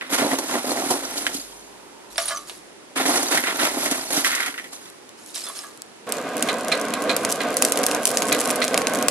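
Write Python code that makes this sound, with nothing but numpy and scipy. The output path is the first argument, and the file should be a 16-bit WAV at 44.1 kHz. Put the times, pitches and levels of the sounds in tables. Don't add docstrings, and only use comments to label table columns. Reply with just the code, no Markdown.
import sys
import numpy as np
from scipy import signal
from scipy.fft import rfft, irfft, next_fast_len
from scipy.io import wavfile

SR = 44100
rng = np.random.default_rng(int(sys.argv[2]) if len(sys.argv) > 2 else 0)


def wav_record(signal):
    frames = np.transpose(np.atleast_2d(signal))
    bounded = np.clip(frames, -1, 1)
    quanta = np.round(bounded * 32767).astype(np.int16)
    wavfile.write(sys.argv[1], SR, quanta)


N = 401310
T = np.arange(N) / SR
BLOWER_ON_S = 6.066


# (frequency [Hz], gain [dB])
YARD_CURVE = [(18, -50), (30, -44), (55, -31), (81, -21), (157, -14.5), (273, -6), (336, -4), (404, -4),
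              (449, -7), (584, -9.5), (702, -10.5), (988, -12), (1220, -14), (10800, -25.5), (16000, -51)]
YARD_DB = -46
# (time [s], length [s], level [dB])
HUM_EVENTS = [(0.93, .6, -62), (2.08, 0.084, -59), (3.68, 0.25, -61), (4.448, .25, -77)]
HUM_HZ, HUM_ATTACK_S, HUM_T60_S = 47.4, 0.06, 1.8
# (time [s], length [s], level [dB])
RUSTLE_EVENTS = [(1.034, 0.2, -47), (1.46, 0.68, -53)]
# (frequency [Hz], gain [dB])
RUSTLE_CURVE = [(300, -43), (700, -17), (940, -3), (1200, -18), (4000, -28)]

# (time [s], knock [dB], box thud [dB], chipping [dB])
KNOCK_EVENTS = [(0.011, -10.5, -40, -51), (0.022, -18, -30.5, -50), (0.1438, -25, -19, -16),
                (0.196, -24, -22, -35), (0.217, -21, -10, -35), (0.245, -27, -24, -40),
                (0.3163, -9, -19, -27), (0.335, -24, -19, -40), (0.386, -24, -13.5, -17.5),
                (0.497, -26, -20.5, -40), (0.539, -16, -15, -26), (0.5543, -13, -12.5, -38),
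                (0.588, -24, -25, -38), (0.643, -28, -21, -36), (0.772, -17, -20.5, -35),
                (0.693, -24, -17.5, -25), (0.717, -20, -19, -21), (0.8202, -33, -20, -41),
                (0.9056, -29, -13, -15), (0.9385, -25, -19, -35), (1.266, -9, -35, -22),
                (2.96, -10.5, -23, -28), (2.998, -19, -16.5, -30), (3.055, -8, -19, -31),
                (3.093, -18, -15.5, -30), (3.142, -16, -18, -22), (3.158, -12, -22, -17),
                (3.201, -24, -23, -30), (3.2292, -17, -21, -17), (3.318, -23, -23, -29),
                (3.3742, -2, -22, -18), (3.438, -5, -45, -40), (3.48, -12, -29, -35),
                (3.506, -14, -28, -35), (3.632, -21, -16, -18), (3.651, -10, -21, -21),
                (3.77, -28, -19, -31), (3.8599, -9.5, -18, -23), (3.9119, -16, -18.5, -15.5),
                (4.1054, -18, -20, -20.5), (4.2462, -2.5, -39, -17), (4.3155, -7.5, -33, -22),
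                (4.323, -10, -43, -35), (4.332, -9, -44, -39), (4.343, -9, -44, -33), (4.35, -20, -44, -16),
                (4.3585, -20, -44, -35), (4.373, -9, -41, -34), (4.4035, -7, -47, -22),
                (4.42, -9.5, -44, -31), (4.428, -8.5, -38, -28), (4.441, -15, -44, -36),
                (4.4607, -11, -43, -24), (4.479, -10.5, -27.5, -32), (4.541, -15, -49, -37),
                (4.5782, -10.5, -49, -36), (4.5888, -15, -46, -40), (4.597, -19, -36, -42),
                (4.642, -18.5, -40, -38), (4.6555, -26, -50, -47)]
# (time [s], length [s], level [dB])
STROKE_EVENTS = [(0.092, 1.2, -36), (2.99, 1.01, -33), (4.094, 0.35, -39.5)]
STROKE_ATTACK_S, STROKE_T60_S = 0.013, 0.56
DRAG_LUMPS_DB, DRAG_RUB_DB, DRAG_GRIT_DB = -1.5, -2.5, -3.5
SETTLE_DB, SETTLE_T60_S = 0.5, 1.4
# (time [s], length [s], tumbling lumps [dB], rubbing faces [dB], grit [dB])
SLIDE_EVENTS = [(0.0, 0.13, -48, -39.5, -49), (0.112, 0.026, -27, -25.5, -24),
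                (0.17, 0.018, -25.5, -21.5, -23), (0.212, 0.12, -25.5, -34.5, -31),
                (0.471, 0.11, -31.5, -35.5, -32.5), (0.657, 0.21, -30.5, -41, -32.5),
                (0.882, 0.042, -25.5, -40, -26), (1.156, 0.024, -53, -48, -25.5),
                (1.323, 0.031, -55, -60, -28.5), (1.418, .012, -65, -62, -41), (1.455, .006, -65, -62, -41),
                (2.953, 0.055, -27.5, -25, -29.5), (3.043, 0.14, -25.5, -29, -24.5),
                (3.299, 0.061, -26, -24, -23), (3.454, 0.04, -37, -23, -47),
                (3.581, 0.084, -30, -24, -26.5), (3.773, 0.094, -34, -34.5, -27.5),
                (3.9, .02, -32, -31, -32), (4.114, 0.078, -29.5, -29, -22), (4.237, 0.036, -36, -23, -22.5),
                (4.285, 0.18, -58, -30.5, -39), (4.34, 0.14, -70, -45, -40),
                (4.713, 0.019, -45, -43.5, -35.5), (4.796, 0.074, -71, -49.5, -45.5)]
SLIDE_ATTACK_S, SLIDE_T60_S = 0.02, 0.27
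# (time [s], level [dB])
BUMP_EVENTS = [(0.218, -19), (0.246, -15), (0.556, -23), (1.349, -23), (1.384, -30), (3.917, -18),
               (4.176, -20)]
# (frequency [Hz], level [dB], t60 [s])
WALL_RING_MODES = [(200, -20, 0.036), (276, -1.5, 0.063), (352, -10, 0.028)]
# (low edge [Hz], high edge [Hz])
WALL_BAND_HZ = (130, 550)
REBOUND_S, REBOUND_DB = 0.0054, -4.5
# (time [s], level [dB])
SPLIT_EVENTS = [(1.2665, -3), (1.2718, -13)]
# (frequency [Hz], gain [dB])
BOX_CURVE = [(40, -45), (80, -41), (130, -13.5), (200, -9), (280, 3), (450, -1.5), (700, 2.5), (1050, -4),
             (1500, -14), (2500, -26)]
RUB_CURVE = [(500, -47), (1000, -7.5), (1400, -7.5), (2000, -6.5), (2800, -11), (3800, -10), (6000, -27.5)]
GRIT_CURVE = [(1000, -28.5), (2500, -4.5), (4000, -0.5), (6000, 0), (8500, 0), (11000, -0.5), (13000, -3),
              (16000, -19.5)]
KNOCK_CURVE = [(300, -24), (900, -24), (1400, 0.5), (2100, 2), (2800, -5.5), (3600, -8), (5000, -16),
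               (11000, -33), (16000, -36)]
SPLIT_CURVE = [(400, -30), (900, -10), (1400, 2), (2200, -1.5), (3400, -2), (4200, -12), (12000, -26)]
# (centre [Hz], width [Hz], gain [dB])
BOX_HUMPS = [(261.5, 58, 6.7), (369, 16, 3.2), (529, 15, 2), (682, 25, 2.6)]
RUB_HUMPS = [(1390, 130, 5.9), (2080, 270, 1.9)]
KNOCK_HUMPS = [(1840, 120, 2.3), (1980, 350, 5.9), (3200, 600, 4)]
SPLIT_HUMPS = [(1650, 280, 2), (3070, 350, 9)]
# (frequency [Hz], delay [ms])
BOX_DELAY = [(300, 0.17), (1000, 0.14), (2600, 0.12), (4500, 0.09), (6500, 0.07), (10000, 0.07)]

# (time [s], crack [dB], pan ring [dB], grate clink [dB],
#                 tinkle [dB], tinkle pitch [Hz], tinkle t60 [s])
DROP_EVENTS = [(2.158, -28, -70, -70, -33, 4880, 0.055), (2.171, -36, -60, -70, -29, 9300, .03),
               (2.1803, -9.5, -22, -29, -19, 5470, 0.047), (2.205, -35, -57, -70, -30, 10500, .05),
               (2.222, -31, -48, -70, -20, 10800, 0.023), (2.256, -26, -55, -70, -23, 9700, 0.056),
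               (2.2814, -18.5, -55, -60, -20.5, 9480, 0.1), (2.285, -27, -55, -60, -26, 3900, 0.053),
               (2.288, -27, -55, -60, -29, 4500, .05), (2.296, -31, -36, -31, -40, 3060, .04),
               (2.307, -25, -28.5, -31, -39, 4320, .06), (2.313, -32, -40, -32, -34, 1700, .06),
               (2.319, -32, -33.5, -32, -33, 2020, 0.055), (2.328, -37, -35, -31.5, -33, 1430, .06),
               (2.344, -43, -51, -33, -42, 2350, .06), (2.361, -42, -60, -60, -29.5, 6040, 0.12),
               (2.3705, -36, -60, -60, -26, 6090, 0.047), (2.372, -27, -48, -43, -30, 4830, 0.024),
               (2.4965, -23.5, -55, -60, -32, 3700, .03), (5.345, -36, -70, -70, -35, 3950, 0.055),
               (5.359, -23, -56, -70, -28, 3700, .04), (5.376, -29, -58, -70, -30, 7560, .04),
               (5.38, -28, -60, -70, -33, 5900, .03), (5.3965, -32, -62, -70, -34, 4670, .03),
               (5.418, -35, -65, -70, -32, 4380, .03), (5.439, -39, -62, -65, -30, 5100, .07),
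               (5.454, -33, -65, -70, -35, 9200, .05), (5.467, -32, -40, -38, -31, 3490, 0.085),
               (5.486, -31, -42, -46, -30, 10600, .08), (5.499, -40, -45, -41, -28, 1100, 0.048),
               (5.568, -40, -52, -52, -33, 4360, .06), (5.5835, -40, -65, -65, -33, 10300, .04),
               (5.590, -28, -58, -48, -32, 5400, .04), (5.636, -35, -44, -35.5, -42, 1660, 0.18)]
# (frequency [Hz], level [dB], t60 [s])
PAN_RING_MODES = [(582, -11.5, 0.34), (672, 0, 0.13), (784, -17, .08), (1000, -7.5, .07), (1426, -9, .13),
                  (1696, -10.5, 0.15), (1950, -12, 0.073), (2110, -8, 0.086), (2353, -19, .13),
                  (3100, -9, 0.11), (3580, -19, 0.09), (3962, -16, .09), (4285, -23, .2), (4576, -22, .15),
                  (4850, -11, 0.059), (5599, -8, .08)]
GRATE_RING_MODES = [(1127, -7, 0.25), (1196, -4.5, 0.31), (1294, -8.5, 0.22)]
# (time [s], length [s], crumbs [dB], scraping [dB])
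SPILL_EVENTS = [(2.1, 0.084, -44, -56), (2.188, 0.025, -29.5, -34.5), (2.255, 0.018, -40, -52),
                (2.27, 0.025, -33, -42), (2.467, 0.016, -37.5, -48), (5.17, .09, -49, -71),
                (5.256, 0.054, -42.5, -60), (5.339, 0.033, -30, -47), (5.43, 0.053, -37, -43),
                (5.546, 0.035, -36, -44.5), (5.624, 0.029, -60, -60)]
SPILL_ATTACK_S, SPILL_T60_S = 0.0094, 0.58
# (frequency [Hz], gain [dB])
CRACK_CURVE = [(100, -53), (400, -23), (620, 0.5), (1500, -0.5), (4000, 3), (7000, -6), (11000, -4),
               (16000, -40)]
SCRAPE_CURVE = [(200, -42), (500, -6), (1000, 0.5), (2000, -1.5), (2800, -6.5), (4000, -2), (6000, -13),
                (12000, -10.5)]
# (centre [Hz], width [Hz], gain [dB])
HEARTH_HUMPS = [(584, 120, 8), (1130, 160, -0.5), (1660, 240, 3)]
SCRAPE_HUMPS = [(3900, 200, 3), (4450, 250, 2), (5330, 250, 9)]
HEARTH_LOW_HZ = 450
# (frequency [Hz], delay [ms])
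HEARTH_DELAY = [(1000, .01), (2600, 0.053), (6000, 0.014)]

# (time [s], level [dB])
FAN_SURGE = [(6.07, -28), (6.22, -27.5), (6.38, -26.5), (6.43, -25), (6.49, -24.5), (6.62, -27),
             (6.68, -23), (6.8, -24), (7.05, -24), (7.16, -24), (7.42, -24), (7.53, -23), (7.62, -26),
             (7.71, -26), (7.79, -22), (7.87, -25), (7.96, -21.5), (8.07, -28.5), (8.13, -24), (8.18, -26),
             (8.25, -21.5), (8.31, -23.5), (8.36, -21.5), (8.43, -23.5), (8.49, -21.5), (8.56, -24),
             (8.62, -21.5), (8.69, -25.5), (8.75, -19.5), (8.82, -24), (8.92, -21.5), (9.0, -24),
             (9.1, -25)]
# (frequency [Hz], gain [dB])
FAN_CURVE = [(30, -52), (60, -43), (100, -22), (160, -12), (240, -4), (310, -5.5), (365, -8.5), (430, 0),
             (720, 0), (840, -11.5), (1100, -11), (1800, -16.5), (2500, -18.5), (4200, -32.5), (12000, -59)]
# (centre [Hz], width [Hz], gain [dB])
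CASING_HUMPS = [(239, 51, 4), (290, 50, 5.5), (510.7, 20, 6), (580, 35, -2), (621, 14, 3.5), (850, 40, -6),
                (923, 20, 5), (1011, 19, 7), (1095, 56, 9), (1217, 29, 10), (1400, 30, 2), (1521, 93, 9),
                (1621, 48, 8), (1740, 90, -1), (1972, 42, 6), (2120, 60, 4.5), (2444, 78, 5),
                (2730, 60, 3.5)]
PULLEY_HZ, THROB_DB, FLUTTER_DB = 5.8, 0.5, 1.0
EDDY_BAND_EDGES_HZ = (360, 580, 850)
EDDY_DB, EDDIES_PER_S = 1.7, 20
# (time [s], level [dB])
CLACK_EVENTS = [(6.487, -17), (6.717, -15.5), (6.7201, -17), (6.935, -26), (7.094, -14.5), (7.404, -20),
                (8.32, -15), (8.617, -14.5), (8.629, -23.5)]
# (frequency [Hz], gain [dB])
CLACK_CURVE = [(600, -24), (1300, 0.5), (2050, -1), (2900, -1), (3900, 3.5), (5200, -7), (9000, -10),
               (16000, -23)]
# (centre [Hz], width [Hz], gain [dB])
CLACK_HUMPS = [(1230, 130, 8), (1620, 55, 4), (1830, 110, -2), (2020, 160, 4.5), (2310, 80, 4),
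               (2460, 220, 7.5), (3650, 100, 1), (3830, 150, -1), (4130, 190, 6)]
# (frequency [Hz], level [dB], t60 [s])
DRIVE_RING_MODES = [(1230, -6.5, 0.069), (1645, -1.5, .2), (1987, -2.5, .2), (2104, 2.5, 0.092),
                    (2432, 2.5, 0.09), (2625, -5, 0.079), (3380, -16, 0.11), (3820, -4, .12),
                    (4040, -7, .12), (4120, -4, 0.11)]
DRIVE_RING_DB = -11.5

# (time [s], level [dB], pitch [Hz])
EMBER_EVENTS = [(4.901, -38, 8000), (5.092, -36.5, 6940), (5.262, -37, 7000), (5.686, -55, 6400),
                (5.775, -39.5, 6500), (5.820, -27, 7000)]
# (time [s], snap [dB], pitch [Hz], dull puff [dB])
POP_EVENTS = [(6.1223, -18, 7200, -51), (6.368, -25, 8000, -45), (6.4252, -14.5, 7050, -31),
              (6.683, -24.5, 7400, -35), (6.814, -25, 7300, -40), (6.938, -22.5, 6900, -26),
              (7.021, -26.5, 8100, -39), (7.1652, -16.5, 8050, -35), (7.2494, -17.5, 5700, -24),
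              (7.2993, -25.5, 7500, -34), (7.306, -23, 8200, -39), (7.3161, -26, 7900, -41),
              (7.3194, -24.5, 7400, -41), (7.324, -17.5, 7300, -43), (7.5687, -14.5, 8200, -36),
              (7.6179, -30, 7700, -43), (7.6227, -9, 6460, -18), (7.6497, -12, 7000, -35),
              (7.6858, -26, 7500, -40), (7.7215, -14, 7200, -22.5), (7.7577, -28, 6100, -40),
              (7.7737, -20, 5700, -24), (7.7888, -26, 7600, -29), (7.8327, -23.5, 6400, -29),
              (7.838, -18.5, 5500, -27), (7.865, -13.5, 7800, -28), (7.8848, -27, 7400, -27),
              (7.8963, -33, 7500, -36), (7.9133, -22, 6400, -20.5), (7.948, -20, 7300, -31),
              (8.0325, -27.5, 8300, -41), (8.0543, -11.5, 8300, -28), (8.07, -18, 7700, -38),
              (8.0756, -17, 7700, -36), (8.0895, -23, 7500, -39), (8.104, -25.0, 7600, -37),
              (8.1143, -24, 8000, -37), (8.172, -14.0, 6860, -22), (8.1825, -24, 7200, -41),
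              (8.221, -19, 5170, -22), (8.2278, -24.5, 7300, -30), (8.2847, -24.0, 7200, -38),
              (8.291, -26, 7400, -38), (8.299, -34, 7400, -26), (8.321, -28, 3700, -21),
              (8.326, -14.5, 6500, -31), (8.348, -23, 5200, -23), (8.39, -26, 7300, -32),
              (8.4001, -22.5, 7700, -37), (8.4054, -20, 8400, -38), (8.414, -22.0, 8100, -25),
              (8.4565, -22.5, 7600, -40), (8.4749, -24, 8500, -35), (8.4936, -25.5, 7400, -32),
              (8.504, -20.0, 6150, -22), (8.509, -19.5, 8700, -41), (8.5581, -23, 8700, -42),
              (8.5627, -29, 7900, -40), (8.6297, -27, 4200, -24), (8.6416, -19.0, 7000, -31),
              (8.6493, -24, 8600, -36), (8.6801, -21.5, 6130, -28), (8.7434, -18.5, 5100, -20),
              (8.7768, -15.5, 6700, -20.5), (8.8177, -25, 5600, -25.5), (8.8704, -16.5, 6350, -23),
              (8.9358, -24.5, 8200, -40), (8.9486, -24, 6300, -35), (8.956, -25, 7600, -31),
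              (8.988, -25.5, 8300, -42), (9.0257, -19.5, 8500, -39), (9.084, -10, 6100, -19)]
# (time [s], level [dB])
BURN_LEVEL = [(6.07, -42), (6.4, -40.5), (7.1, -41), (7.55, -39.5), (7.9, -38), (8.45, -35.5), (8.6, -41),
              (9.1, -41)]
BURN_REF_DB = -36.5
SPITS_PER_S, SPIT_DB, SPIT_SPREAD_DB = 36, -30.5, 1
SPIT_FOLLOWS = 0.43
SHOWER_DB, SHOWER_T60_S = -19.5, 0.33
FIZZ_DB, FIZZ_FLICKER_DB = -2, 1.5
# (frequency [Hz], gain [dB])
SNAP_CURVE = [(300, -28), (800, -4), (1500, -3.5), (2700, 1.5), (3600, -2), (8000, -1), (16000, 3.5)]
PUFF_CURVE = [(300, -22), (650, 0), (1100, -1), (2200, -0.5), (3200, -3.5), (8000, -34)]
FLAME_CURVE = [(25, -20), (45, 1), (80, -3), (130, 5), (300, -15), (1000, -50)]
FLAME_DB = -24

# (frequency [Hz], gain [dB])
TREBLE_CURVE = [(20, -2), (11000, 0), (12200, -4), (13400, -21), (14600, -16), (16000, -23)]
CUTOFF_HZ = 17000


def from_db(db):
    return 10 ** (np.asarray(db) / 20)


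def rms_one(x):
    return x / np.sqrt(np.mean(x ** 2) + 1e-20)


def level_at(t_s, points):
    return np.interp(t_s, *np.transpose(points))


def drift(rate_hz):
    knots = rng.standard_normal(4000)
    return np.interp(T * rate_hz, np.arange(4000), knots)


def colour(x, points, resonances=()):
    size = next_fast_len(N + 8192) // 2 * 2
    hz = np.fft.rfftfreq(size, 1 / SR) + 1
    curve_hz, curve_db = np.transpose(points)
    db = np.interp(np.log(hz), np.log(curve_hz), curve_db)
    for centre_hz, width_hz, hump_db in resonances:
        db = db + hump_db / (1 + (2 * (hz - centre_hz) / width_hz) ** 2)
    cepstrum = irfft(np.log(from_db(db)))[:size // 2]
    cepstrum[0] /= 2
    response = np.exp(2 * rfft(cepstrum, size))
    return irfft(rfft(x, size) * response, size)[..., :N]


def filtered(x, kind, edges_hz):
    return signal.sosfilt(signal.butter(2, edges_hz, kind, fs=SR, output="sos"), x)


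def hiss():
    return rng.standard_normal(N)


def grains(per_s, spread_db):
    sizes = from_db(spread_db * np.minimum(rng.exponential(1, N), 4.5))
    signs = rng.choice([-1, 1], N)
    return rms_one(sizes * signs * (rng.random(N) < per_s / SR))


def stereo(source, alike):
    return np.sqrt(alike) * source() + np.sqrt(1 - alike) * np.array([source(), source()])


def from_right(pair, delay=BOX_DELAY):
    size = next_fast_len(N + 64) // 2 * 2
    hz = np.fft.rfftfreq(size, 1 / SR)
    delay_s = np.interp(hz, *np.transpose(delay)) / 1000
    late = irfft(rfft(pair[0], size) * np.exp(-2j * np.pi * hz * delay_s), size)[:N]
    shaded = colour(late, [(100, 0.4), (2300, 0.75), (3500, -1.5), (5500, 0.4), (8000, 1.0), (12000, 0.5)])
    return np.array([shaded, pair[1] * from_db(2.5)])


def burst(t60_s, alike, size=16384):
    shared, *own = rng.standard_normal((3, size))
    noise = np.sqrt(alike) * shared + np.sqrt(1 - alike) * np.array(own)
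    return noise * from_db(-60 * np.arange(size) / SR / t60_s)


def add(out, time_s, sound):
    at = int(np.clip(round(time_s * SR), 0, N - 1))
    out[:, at:at + sound.shape[1]] += sound[:, :N - at]


def swells(starts_s, lengths_s, levels_db, attack_s, t60_s):
    power = np.zeros(N)
    for start_s, length_s, db in zip(starts_s, lengths_s, levels_db):
        span = slice(*np.searchsorted(T, [start_s, start_s + length_s + t60_s]))
        age_s = T[span] - start_s
        rise = np.minimum(age_s / attack_s, 1)
        fall_db = -60 * np.maximum(age_s - length_s, 0) / t60_s
        power[span] += (rise * from_db(db + fall_db)) ** 2
    return np.sqrt(power)


def blows(times_s, levels_db, t60_s, tail_db, tail_t60_s, alike, rough_db=0, vary_db=0, tail_alike=0.29):
    out = np.zeros((2, N))
    for time_s, db in zip(times_s, levels_db):
        sound = burst(t60_s, alike) + from_db(tail_db) * burst(tail_t60_s, tail_alike)
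        chatter = np.interp(T[:sound.shape[1]], np.arange(256) * 0.002, rng.standard_normal(256))
        sound = sound * rms_one(from_db(rough_db * chatter))
        for peak_hz in rng.uniform([1000, 2200], [2200, 5000]):
            peak = signal.lfilter(*signal.iirpeak(peak_hz, 7, fs=SR), sound)
            sound = sound + (from_db(vary_db) - 1) * peak
        add(out, time_s, from_db(db) * sound)
    return out


def resonate(clicks, hz, t60_s):
    r, w = from_db(-60 / (t60_s * SR)), 2 * np.pi * hz / SR
    return signal.lfilter([1, -r * np.cos(w)], [1, -2 * r * np.cos(w), r * r], clicks + 1e-18)


def ring(times_s, levels_db, modes, vary_db=1.0, contact_s=0.00037):
    out = np.zeros(N)
    for hz, mode_db, t60_s in modes:
        clicks = np.zeros(N)
        at_s = times_s + contact_s * rng.random(len(times_s))
        strength_db = levels_db + mode_db + vary_db * rng.standard_normal(len(times_s))
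        clicks[(at_s * SR).astype(int)] = from_db(strength_db)
        out += resonate(clicks, hz, t60_s)
    return out


def chinks(per_s, t60_s, count=36):
    clicks = grains(per_s, spread_db=5.5)
    dealt = rng.integers(0, count, N)
    pitches_hz = np.linspace(3000, 12000, count) + rng.uniform(-120, 120, count)
    return rms_one(sum(resonate(clicks * (dealt == k), hz, t60_s) for k, hz in enumerate(pitches_hz)))


def tinkles(rows, overtone, overtone_db, rough_db, chatter_s):
    out, t = np.zeros((2, N)), np.arange(16384) / SR
    for time_s, db, hz, t60_s in rows:
        decay_db = -60 * t / t60_s
        tone = np.sin(2 * np.pi * hz * t)
        tone = tone + from_db(overtone_db + decay_db) * np.sin(2 * np.pi * hz * overtone * t)
        chatter = np.interp(t / chatter_s, np.arange(256), rng.standard_normal(256))
        add(out, time_s, from_db(db + decay_db + rough_db * chatter) * tone[None])
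    return out


def pops(rows, t60_s, width, scatter_db, scatter_t60_s, echo_s, echo_db):
    out = np.zeros((2, N))
    for time_s, db, hz in rows:
        reach = 1 + width * from_db(0.072 * (db + 30.0))
        edges_hz = np.clip([hz / reach, hz * reach], 300, 0.45 * SR)
        lags = rng.integers(0, 3, size=2)
        snap = np.array([np.roll(port, lag) for port, lag in zip(burst(t60_s, 0.76, size=4096), lags)])
        add(snap, echo_s * rng.uniform(0.26, 1.5), from_db(echo_db) * burst(t60_s, 0.27, size=2048))
        snap = snap + from_db(scatter_db) * burst(scatter_t60_s, 0.033, size=4096)
        snap = signal.lfilter(*signal.butter(1, edges_hz, "band", fs=SR), snap)
        onset_rms = np.sqrt(np.mean(snap[:, :132] ** 2))
        add(out, time_s, from_db(db) * snap / onset_rms)
    return colour(out, SNAP_CURVE)


def yard():
    air = rms_one(colour(stereo(lambda: grains(per_s=24000, spread_db=2.5), alike=0.28), YARD_CURVE))
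    hum_hz = HUM_HZ + 2.4 * drift(rate_hz=12)
    hum = rms_one(np.sin(2 * np.pi * np.cumsum(hum_hz) / SR))
    hum = hum * swells(*np.transpose(HUM_EVENTS), HUM_ATTACK_S, HUM_T60_S)
    return from_right(from_db(YARD_DB) * air + hum)


def rustle():
    noise = rms_one(colour(stereo(hiss, alike=0.52), RUSTLE_CURVE))
    return from_right(noise * swells(*np.transpose(RUSTLE_EVENTS), attack_s=0.071, t60_s=0.4))


def embers():
    return pops(EMBER_EVENTS, t60_s=0.004, width=0.89, scatter_db=-37, scatter_t60_s=0.05,
                echo_s=0.0012, echo_db=-19)


def flames():
    flutter = rms_one(colour(stereo(hiss, alike=0.6), FLAME_CURVE))
    return flutter * from_db(level_at(T, BURN_LEVEL) + FLAME_DB + 2.0 * drift(rate_hz=14))


def bumps():
    return filtered(ring(*np.transpose(BUMP_EVENTS), WALL_RING_MODES), "band", WALL_BAND_HZ)


def splits():
    snaps = blows(*np.transpose(SPLIT_EVENTS), t60_s=0.013, tail_db=-19, tail_t60_s=0.12, alike=0.9)
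    return colour(snaps, SPLIT_CURVE, SPLIT_HUMPS)


def raking():
    starts_s, lengths_s, *slide_db = np.transpose(SLIDE_EVENTS)
    tumbling, rubbing, shedding = (
        swells(starts_s, lengths_s, db, SLIDE_ATTACK_S, SLIDE_T60_S) for db in slide_db)
    drag = swells(*np.transpose(STROKE_EVENTS), STROKE_ATTACK_S, STROKE_T60_S)
    settling = from_db(SETTLE_DB) * swells(*np.transpose(STROKE_EVENTS), STROKE_ATTACK_S, SETTLE_T60_S)
    surge = rms_one(from_db(1.6 * drift(rate_hz=150)))

    lumps = colour(stereo(lambda: grains(per_s=1100, spread_db=2.6), alike=0.97), BOX_CURVE, BOX_HUMPS)
    rub = colour(stereo(lambda: grains(per_s=5000, spread_db=4.0), alike=0.66), RUB_CURVE, RUB_HUMPS)
    splinters = from_db(-8.0) * chinks(per_s=700, t60_s=0.037)
    grit = colour(stereo(lambda: grains(per_s=16000, spread_db=3.5), alike=0.55) + splinters, GRIT_CURVE)

    lumps_gain = np.hypot(tumbling, from_db(DRAG_LUMPS_DB) * drag)
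    rub_gain = np.hypot(rubbing, from_db(DRAG_RUB_DB) * drag)
    grit_gain = np.hypot(shedding, np.hypot(from_db(DRAG_GRIT_DB) * drag, settling))
    return surge * (rms_one(lumps) * lumps_gain + rms_one(rub) * rub_gain + rms_one(grit) * grit_gain)


def coal_box():
    s, knock_db, thud_db, chip_db = np.transpose(KNOCK_EVENTS)
    chips = blows(s, chip_db + 0.5, t60_s=0.077, tail_db=-18, tail_t60_s=0.11, alike=0.57)
    touches_s = np.r_[s, s + REBOUND_S]
    touches_db = np.r_[knock_db, knock_db + REBOUND_DB] - 3.5
    touches = blows(touches_s, touches_db, t60_s=0.014, tail_db=-13.5, tail_t60_s=0.15, alike=0.95, vary_db=4)
    thuds = blows(s, thud_db + 8.5, t60_s=0.036, tail_db=-7.0, tail_t60_s=0.16, alike=0.95, tail_alike=0.93)
    knocking = (colour(touches, KNOCK_CURVE, KNOCK_HUMPS) + colour(thuds, BOX_CURVE, BOX_HUMPS)
                + colour(chips, GRIT_CURVE))
    return from_right(raking() + knocking + bumps() + splits())


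def hearth():
    s, crack_db, pan_db, grate_db, *tinkle = np.transpose(DROP_EVENTS)
    cracks = blows(s, crack_db, t60_s=0.013, tail_db=-9, tail_t60_s=0.13, alike=1.0, rough_db=1.5)
    cracks = colour(cracks, CRACK_CURVE, HEARTH_HUMPS)
    pan = ring(s, pan_db, PAN_RING_MODES, vary_db=3.5, contact_s=0.0031)
    grate = ring(s, grate_db, GRATE_RING_MODES, vary_db=0.5, contact_s=0.00306)
    tinkling = tinkles(zip(s, *tinkle), overtone=1.37, overtone_db=-11, rough_db=2.5, chatter_s=0.003)

    starts_s, lengths_s, *spill_db = np.transpose(SPILL_EVENTS)
    trickling, scraping = (swells(starts_s, lengths_s, db, SPILL_ATTACK_S, SPILL_T60_S) for db in spill_db)
    crumbs = stereo(lambda: grains(per_s=9000, spread_db=7.5), alike=0.18)
    crumbs = crumbs + from_db(-5.5) * chinks(per_s=2200, t60_s=0.025)
    crumbs = from_db(-2.5) * rms_one(colour(crumbs, GRIT_CURVE)) * trickling
    scrape = stereo(lambda: grains(per_s=8000, spread_db=3.5), alike=0.44)
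    scrape = rms_one(colour(scrape, SCRAPE_CURVE, [*HEARTH_HUMPS, *SCRAPE_HUMPS])) * scraping

    radiated = filtered(cracks + pan + grate + tinkling + crumbs + scrape, "high", HEARTH_LOW_HZ)
    return from_right(radiated, HEARTH_DELAY)


def eddies(x):
    out = 0
    for edge_hz in EDDY_BAND_EDGES_HZ:
        band = signal.sosfiltfilt(signal.butter(2, edge_hz, fs=SR, output="sos"), x)
        out = out + band * from_db(EDDY_DB * drift(rate_hz=EDDIES_PER_S))
        x = x - band
    return rms_one(out + x)


def fan():
    throb_db = THROB_DB * np.sin(2 * np.pi * PULLEY_HZ * T) + FLUTTER_DB * drift(rate_hz=22)
    scattered = colour(stereo(hiss, alike=0), [(40, 15), (130, -20.0), (500, -15.5), (850, -8.5), (1600, -8),
                                               (2600, -5.5), (3300, 5.5), (12000, 16)])
    roar = eddies(colour(hiss() + scattered, FAN_CURVE, CASING_HUMPS))
    return roar * from_db(level_at(T, FAN_SURGE) + throb_db - 0.5)


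def belt_drive():
    s, db = np.transpose(CLACK_EVENTS)
    clacks = blows(s, db + 0.5, t60_s=0.12, tail_db=-11.5, tail_t60_s=0.3, alike=0.41, rough_db=2.0, vary_db=4)
    iron = ring(s, db + DRIVE_RING_DB, DRIVE_RING_MODES, vary_db=2.0, contact_s=0.003)
    return colour(clacks, CLACK_CURVE, CLACK_HUMPS) + iron


def blower():
    return fan() * from_db([[-0.8], [0.8]]) + belt_drive() * from_db([[-1.5], [1.5]])


def spits(count=240):
    when, chance, pitch = rng.random((count, 3)).T
    blown_s = T[-1] - BLOWER_ON_S
    s = BLOWER_ON_S + (np.arange(count) + when) / count * blown_s
    brisk_db = level_at(s, BURN_LEVEL) - BURN_REF_DB
    per_s = SPITS_PER_S * from_db(brisk_db)
    spread_db = SPIT_SPREAD_DB * np.clip(rng.standard_normal(count), -2, 2)
    db = SPIT_DB + SPIT_FOLLOWS * brisk_db + spread_db
    kept = chance < per_s * blown_s / count
    return np.transpose([s, db, 5800 + 2800 * pitch])[kept]


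def fire():
    fizz = stereo(lambda: grains(per_s=4000, spread_db=5.0), alike=0.2)
    sparks = grains(per_s=150, spread_db=3.0)
    sparks = signal.fftconvolve(sparks[None], burst(t60_s=0.003, alike=0.6), axes=1)[:, :N]
    burning = from_db(level_at(T, BURN_LEVEL) + FIZZ_DB + FIZZ_FLICKER_DB * drift(rate_hz=25))
    bed = rms_one(colour(fizz + from_db(4.5) * rms_one(sparks), GRIT_CURVE)) * burning

    s, pop_db, pop_hz, puff_db = np.transpose(POP_EVENTS)
    shower_gain = swells(s, np.zeros(len(s)), pop_db + SHOWER_DB, attack_s=0.0028, t60_s=SHOWER_T60_S)
    showers = rms_one(colour(fizz, GRIT_CURVE)) * shower_gain
    puffs = blows(s, puff_db + 17.5, t60_s=0.008, tail_db=-20, tail_t60_s=0.05, alike=0.85)
    snaps = pops([*zip(s, pop_db, pop_hz), *spits()], t60_s=0.0082, width=0.54, scatter_db=-15.0,
                 scatter_t60_s=0.043, echo_s=0.00069, echo_db=-9.5)
    mix = bed + showers + from_db(3.5) * snaps + colour(puffs, PUFF_CURVE)
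    return mix * from_db([[-0.4], [0.4]])


def scene():
    blowing = np.clip((T - BLOWER_ON_S) / 0.005, 0, 1)
    feeding_mix = yard() + rustle() + embers() + hearth() + coal_box()
    blowing_mix = flames() + blower() + fire()
    return (1 - blowing) * feeding_mix + blowing * blowing_mix


def record(dry):
    heard = np.clip(colour(dry, TREBLE_CURVE), -1, 1)
    return signal.sosfilt(signal.cheby2(14, 70, CUTOFF_HZ, fs=SR, output="sos"), heard)


dry = scene()
out = record(dry)
wav_record(out)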